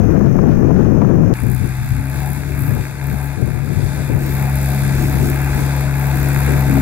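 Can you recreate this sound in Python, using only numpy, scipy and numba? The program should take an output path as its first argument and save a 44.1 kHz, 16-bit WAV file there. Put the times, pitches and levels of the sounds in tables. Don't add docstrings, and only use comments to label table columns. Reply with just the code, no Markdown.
import sys
import numpy as np
from scipy import signal
from scipy.fft import rfft, irfft
from scipy.io import wavfile
from scipy.ndimage import uniform_filter1d
from numba import njit

SR = 44100
rng = np.random.default_rng(int(sys.argv[2]) if len(sys.argv) > 2 else 0)


def dump_mix(stems):
    frames = np.atleast_2d(stems).T
    limited = np.clip(frames, -1, 1)
    pcm = np.round(limited * 32767).astype(np.int16)
    wavfile.write(sys.argv[1], SR, pcm)


N = 300321
T = np.arange(N) / SR
HZ = np.arange(N // 2 + 1) * SR / N + 1e-3

# (frequency [Hz], left level [dB], right level [dB])
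REAR_SPECTRUM = [(59.4, 31.5, -10), (300, -52, -8), (667, -27, -32), (1200, -15, -16.5), (1750, -5, -16),
                 (2230, -15, -28), (2460, -12, -16), (2640, -39, -22.5), (4040, -34.5, -50),
                 (6260, -19.5, -29), (8300, -48, -45), (9740, -54, -31), (12200, -23, -70),
                 (13000, -44, -32)]
# (frequency [Hz], level [dB])
BUFFET_SPECTRUM = [(15, -38), (30, -17), (60, -8.5), (100, 0.5), (170, -0.5), (250, -5), (400, -10.5),
                   (600, -22), (900, -32.5), (1500, -37.5), (2500, -62.5), (5000, -74.5)]
# (start [s], length [s], low buffet [dB], upper buffet against the low one [dB])
LEFT_GUSTS = [(1.41, 0.14, -16, -7.5), (1.59, 0.059, -14.5, -6), (1.768, 0.099, -16.5, -41),
              (1.9, 0.085, -15, -17), (2.1, 0.41, -29.5, -3.5), (2.525, 0.12, -20, -14),
              (2.668, 0.12, -16, -4.5), (3.072, 0.078, -23, -2), (3.361, 0.048, -18, -6),
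              (3.401, 0.029, -7.5, -8), (3.463, 0.032, -13.5, -6), (3.19, 0.041, -33, -13),
              (3.54, 0.046, -19.5, -41), (3.68, 0.1, -20.5, -5.5), (3.82, 0.033, -13.5, -21),
              (4.08, 0.023, -14, -0.5), (4.133, 0.028, -15, -3), (4.53, 0.048, -25, -10),
              (4.804, 0.11, -24.5, -2), (5.542, 0.11, -27, 0), (6.338, 0.068, -26, -2),
              (6.468, 0.064, -26.5, 9.5), (6.668, 0.16, -23.5, 6.5)]
# (time [s], low buffet [dB], upper buffet against the low one [dB])
LEE_WIND = [(0, -111, 3), (.2, -32, -5), (.6, -30, 0), (1.0, -38, -7), (1.3, -27, -4), (1.5, -55, -16),
            (1.9, -50, -11), (2.55, -55, -3), (3.1, -49, 4), (3.5, -52, 5), (3.8, -58, -5), (4.3, -37.5, 7),
            (5.0, -34, -3), (5.7, -34, -3), (6.2, -44, 16), (6.8, -34, -3)]
# (peak time [s], strength [dB])
SLAP_TIMES = [(.05, -27), (.16, -1), (.21, -7), (0.314, -9), (0.389, -4), (.475, -7), (.703, -17),
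              (.765, -5), (0.852, -2), (1.017, 0), (1.047, -5), (1.236, -9), (1.31, -25)]
# (frequency [Hz], level [dB])
SLAP_SPECTRUM = [(200, -26), (500, -3), (1000, -1), (2000, -27), (3200, -41), (6000, -62)]
# (time [s], firing rate [Hz])
FIRING_RATE = [(1.45, 61.44), (1.8, 65.13), (2, 67.06), (2.2, 68.49), (2.4, 69.56), (3, 68.88),
               (3.6, 69.87), (4, 69.6), (4.4, 68.26), (4.8, 68.39), (5.2, 68.87), (5.6, 68.99),
               (6.4, 68.75), (6.7, 68.16)]
# (time [s], second
# partial at the left port [dB], bass gain at the right port against the left [dB], treble hiss [dB])
ONCOMING_LEVELS = [(1.35, -24.5, -2, -33.5), (1.5, -13.5, -22.5, -39), (1.8, -21, -2.5, -37.5),
                   (2.2, -17.5, -9, -39), (2.45, -22.5, -8, -44), (2.65, -18, -5.5, -37),
                   (2.95, -27.5, -5, -48.5), (3.05, -18, -8, -41), (3.3, -18.5, -11.5, -42),
                   (3.4, -26, -16, -48.5), (3.62, -18.5, -16, -49.5), (3.95, -19.5, -7.5, -43.5),
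                   (4.2, -17.5, -7, -44), (4.45, -16, -4, -37), (5.0, -14, -6, -39), (5.6, -16, -5, -38),
                   (5.9, -15, -6.5, -42), (6.3, -13, -6.5, -36), (6.8, -12.5, -6, -37.5)]
# (multiple of the firing rate [1], level against the second partial [dB], phase lead [turns])
DRONE_PARTIALS = [(.5, -27, 0), (1, -5.5, 0), (2.5, -24, .2), (3.5, -26, .7), (4, -19, .5), (4.5, -31, .3),
                  (5, -33, .5)]
# (time [s], level against the second partial [dB])
THIRD_PARTIAL = [(1.35, -16.5), (4.2, -20.5), (4.5, -11.5), (4.85, -9), (5.1, -21.5), (6.0, -20),
                 (6.5, -17), (6.8, -9)]
# (frequency [Hz], left level [dB], right level [dB])
RUMBLE_SPECTRUM = [(20, -2, -8), (38, 10, 7), (80, 9.5, 11.5), (110, 6, 7), (170, 5, 6), (240, 0, 2),
                   (340, 9.5, -8), (440, -3, -9), (700, -30, -21)]
# (frequency [Hz], left level [dB], right level [dB])
PIPE_SPECTRUM = [(200, -30, -35), (330, -4, -16), (430, -3, -17), (550, -5, -9), (760, .5, -5.5),
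                 (880, 1, -7), (1000, -5, -14.5), (1150, -18, -24), (1500, -45, -50)]
# (frequency [Hz], left level [dB], right level [dB])
ROAR_SPECTRUM = [(700, -30, -35), (950, -14, -20), (1150, -5, -9), (1400, -3, -7), (1600, 2.5, -1.5),
                 (1850, -5, -8), (2150, -3, -5), (2450, -3, -6), (2700, -8, -13), (2850, -19, -21),
                 (3000, -32, -28), (3600, -40, -40)]
# (frequency [Hz], left level [dB], right level [dB])
HISS_SPECTRUM = [(2600, -30, -30), (3100, -21, -17), (3500, -4, -15), (4200, -8, -26), (4800, -7, -13),
                 (5800, -19, -13), (6700, -12, -8), (7900, -4, -9), (8950, -20, -16), (9700, -2, -3),
                 (11300, -11, -11), (12200, -6, -15), (13100, -2, -7), (15600, -15, -14)]

CUT_S = 1.339
PORT_LAG_S, TREBLE_LAG_S, BASS_LAG_S = .000105, .00007, .00014
FAR_HZ, FAR_DB, RECEDE_DB_PER_S = 58, -39, -1.5

GALE_DB, GALE_UPPER_DB, GALE_SWING_DB = -1, 4.5, 2
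BREEZE_DB, BREEZE_UPPER_DB, BREEZE_SWING_DB = -34, -1.5, 6
GALE_EDGE_S = .003
GUST_ATTACK_S, GUST_RELEASE_S = .025, .022
SLAP_DB, SLAP_ATTACK_S, SLAP_RELEASE_S = -4, .0025, .0069
BUFFET_SPLIT_HZ = 135

WAVER_RAD = .22
KNOCK_LAG, PUFF_LAG = .2, .1
RUMBLE_SPLIT_HZ, PIPE_SPLIT_HZ, TOP_SPLIT_HZ = 300, 690, 11400
PIPE_ECHO_S, PIPE_ECHO = .00809, .9
PIPE_DB, UPPER_PIPE_DB = -4, -7.5
PIPE_SHUT_DB, PIPE_OPENS_S, PIPE_RISE_S = -12, 1.92, .08
ROAR_DB, APPROACH_DB_PER_S = -38, 1.29
ROAR_PER_HISS, HISS_MEAN_DB = .42, -37
STROKE_DB, STROKE_SCATTER_DB = -6.5, 3
STROKE_LAG, STROKE_JITTER = .3, .01
RASP_DB, RASP_STEADY = -10, .083
RASP_WALK_DB = 1.82
TOP_START_DB, TOP_DB_PER_S = -6, 1.3
TOP_HZ = 15750


def undb(db):
    return 10 ** (np.asarray(db) / 20)


def curves(rows):
    s, *columns = np.transpose(rows)
    return [np.interp(T, s, c) for c in columns]


def highpass(x, hz, order):
    return irfft(rfft(x) / (1 + (hz / HZ) ** order), N)


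def colour(x, table, band_hz, extra=1):
    hz, *levels = np.transpose(table)
    gain = undb([np.interp(np.log(HZ), np.log(hz), db) for db in levels])
    spectra = rfft(x) * extra * gain
    inside = np.mean(spectra, axis=0)[(HZ > band_hz[0]) & (HZ < band_hz[1])]
    return irfft(spectra, N) * N / np.sqrt(2 * np.sum(abs(inside) ** 2))


def walk(rate):
    k = int(SR / rate)
    held = np.repeat(rng.standard_normal(N // k + 1), k)
    return 1.3 * uniform_filter1d(uniform_filter1d(held, k), k)[:N]


def ports(likeness, lag_s):
    shared, left, right = rng.standard_normal((3, N))
    own = np.sqrt(1 - np.clip(likeness, 0, 1))
    lagged = irfft(rfft(shared) * np.exp(-2j * np.pi * HZ * lag_s), N)
    return np.sqrt(1 - own ** 2) * np.array([lagged, shared]) + own * np.array([left, right])


def puffs(turns, length, floor, scatter_db):
    size = undb(scatter_db * rng.standard_normal(N // 100))[turns.astype(int)]
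    part = turns % 1 / length
    return floor + size * np.sqrt(2 * np.e * part) * np.exp(-part)


def departing():
    pulse = puffs(FAR_HZ * T, .2, 2.5, 3.0)
    roar = ports(.4, PORT_LAG_S) * pulse * undb(.6 * walk(8))
    return undb(FAR_DB + RECEDE_DB_PER_S * T) * colour(roar, REAR_SPECTRUM, (1100, 2700))


def gusts():
    edges = np.clip(np.minimum(T, CUT_S - T) / GALE_EDGE_S, 0, 1) ** 2
    gale = undb(GALE_DB + GALE_SWING_DB * walk(15.8)) * edges
    breeze = undb(BREEZE_DB + BREEZE_SWING_DB * walk(9))
    low = gale + breeze
    upper = undb(GALE_UPPER_DB + 1.5 * walk(13.0)) * gale + undb(BREEZE_UPPER_DB) * breeze
    for start, length, db, upper_db in LEFT_GUSTS:
        rise = np.clip((T - start) / GUST_ATTACK_S, 0, 1)
        shape = rise * np.exp(-np.clip(T - start - length, 0, 1) / GUST_RELEASE_S)
        low = low + undb(db) * shape
        upper = upper + undb(db + upper_db) * shape
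    return low, upper


def buffets(gains, flutter_db, top_hz):
    low_gain, upper_gain = gains
    eddies = rng.standard_normal(N) * undb(flutter_db * walk(35))
    low_cut = 1 / (1 + (HZ / BUFFET_SPLIT_HZ) ** 6)
    upper_cut = 1 / (1 + (BUFFET_SPLIT_HZ / HZ) ** 6) / (1 + (HZ / top_hz) ** 3)
    low = colour(eddies, BUFFET_SPECTRUM, (72, 122), low_cut)[0]
    upper = colour(eddies, BUFFET_SPECTRUM, (150, 500), upper_cut)[0]
    return low_gain * low + upper_gain * upper


def wind():
    lee_db, lee_upper_db = curves(LEE_WIND)
    left = buffets(gusts(), 1.8, 6000)
    right = buffets(undb([lee_db, lee_db + lee_upper_db]), 4.0, 300)
    return np.array([left, right])


def slaps():
    shape = np.zeros(N)
    for s, db in SLAP_TIMES:
        rise = np.clip((T - s) / SLAP_ATTACK_S + 1, 0, 1)
        shape += undb(db) * rise * np.exp(-np.clip(T - s, 0, 1) / SLAP_RELEASE_S)
    return undb(SLAP_DB) * shape * colour(rng.standard_normal(N), SLAP_SPECTRUM, (400, 3000))[0]


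def drone(turns):
    angle = 2 * np.pi * (turns - .5)
    total = np.sin(2 * angle)
    third_gain = undb(curves(THIRD_PARTIAL)[0] + 2.5 * walk(18))
    total = total + third_gain * np.cos(3 * (angle + WAVER_RAD * walk(14)) + np.pi)
    for k, db, lead in DRONE_PARTIALS:
        gain = undb(db + (1.2 + .7 * k) * walk(11))
        total = total + gain * np.cos(k * (angle + WAVER_RAD * walk(14)) + 2 * np.pi * lead)
    return np.sqrt(2) * total


def body_rumble(shut_db):
    noise = colour(rng.standard_normal(N), RUMBLE_SPECTRUM, (40, 400))
    rumble = undb(-17.0 + 5.4 * walk(9.8)) * noise
    return rumble + (undb(shut_db) - 1) * highpass(rumble, RUMBLE_SPLIT_HZ, 6)


def exhaust_pipe(turns, shut_db):
    echo = 1 + PIPE_ECHO / (1 + (560 / HZ) ** 8) * np.exp(-2j * np.pi * HZ * PIPE_ECHO_S)
    gated = ports(.92, PORT_LAG_S) * puffs(turns + 1 - KNOCK_LAG, .12, 4, 2)
    pipe = colour(gated, PIPE_SPECTRUM, (450, 700), echo)
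    upper = highpass(pipe, PIPE_SPLIT_HZ, 24)
    lower_gain = undb(PIPE_DB + shut_db + 1.5 * walk(9))
    upper_gain = undb(UPPER_PIPE_DB + shut_db / 3 + 1.6 * walk(16))
    return lower_gain * (pipe - upper) + upper_gain * upper


def combustion_strokes(turns):
    late = turns - STROKE_LAG + STROKE_JITTER * walk(70)
    blows = np.diff(np.floor(late), prepend=-1) * undb(STROKE_SCATTER_DB * walk(70))
    both = np.array([np.roll(blows, round(PORT_LAG_S * SR)), blows])
    return colour(both, ROAR_SPECTRUM, (1100, 2700))


def combustion_roar(turns, knock):
    noise = ports(.8, PORT_LAG_S) * knock * undb(.8 * walk(10))
    roar = colour(noise, ROAR_SPECTRUM, (1100, 2700))
    strokes = combustion_strokes(turns)
    return (roar + undb(STROKE_DB) * strokes) / np.hypot(1, undb(STROKE_DB))


def fan_and_spray(knock):
    noise = ports(.55, TREBLE_LAG_S) * (knock + 1.5)
    rasp = colour(noise, HISS_SPECTRUM, (3300, 8500), 1 / (1 + (HZ / 11000) ** 6))
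    return rasp * undb(RASP_WALK_DB * walk(9))


def exhaust_hiss(turns):
    puff = puffs(turns + 1 - PUFF_LAG, .06, 0, 3.8)
    noise = ports(.55, TREBLE_LAG_S) * (puff + .29) * undb(1.1 * walk(7) + 1.3 * walk(14))
    hiss = colour(noise, HISS_SPECTRUM, (9000, 15500), 1 / (1 + (10000 / HZ) ** 4))
    top_db = TOP_START_DB + TOP_DB_PER_S * (T - CUT_S) + 2.0 * walk(11)
    return hiss + (undb(top_db) - 1) * highpass(hiss, TOP_SPLIT_HZ, 16)


def oncoming():
    second_db, right_db, hiss_db = curves(ONCOMING_LEVELS)
    swell_db = hiss_db - HISS_MEAN_DB
    roar_db = ROAR_DB + ROAR_PER_HISS * swell_db + APPROACH_DB_PER_S * (T - CUT_S)
    shut_db = PIPE_SHUT_DB / (1 + np.exp((T - PIPE_OPENS_S) / PIPE_RISE_S))
    turns = np.cumsum(curves(FIRING_RATE)[0]) / SR
    tone = drone(turns)
    rumble = body_rumble(shut_db)
    left_bass = np.roll(tone + rumble[0], round(BASS_LAG_S * SR))
    right_bass = undb(right_db) * (tone + rumble[1])
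    bass = undb(second_db) * np.array([left_bass, right_bass])
    pipe = exhaust_pipe(turns, shut_db)
    knock = puffs(turns + 1 - KNOCK_LAG, .1, 2.6, 2.5)
    roar = combustion_roar(turns, knock)
    rasp = undb(RASP_DB - RASP_STEADY * swell_db) * fan_and_spray(knock)
    return bass + undb(roar_db) * (pipe + roar + rasp) + undb(hiss_db) * exhaust_hiss(turns)


def scene():
    tractor = np.where(T < CUT_S, departing(), oncoming())
    return tractor + wind() + slaps() * np.array([[1], [0]])


@njit
def limit(x, top, ratio, attack, release):
    y, level = np.empty(len(x)), top
    for i in range(len(x)):
        peak = abs(x[i])
        level += (peak - level) * (attack if peak > level else release)
        y[i] = x[i] * min(1., top / level) ** (1 - 1 / ratio)
    return y


def record(dry):
    low = signal.sosfiltfilt(signal.butter(2, 2500, fs=SR, output="sos"), dry)
    attack, release = 1 / (.0022 * SR), 1 / (.011 * SR)
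    held = dry - low + np.array([limit(port, .58, 8.7, attack, release) for port in low])
    rounded = .95 * np.tanh(held / .95)
    return signal.sosfilt(signal.ellip(12, .3, 80, TOP_HZ, fs=SR, output="sos"), rounded)


dry = scene()
out = record(dry)
dump_mix(out)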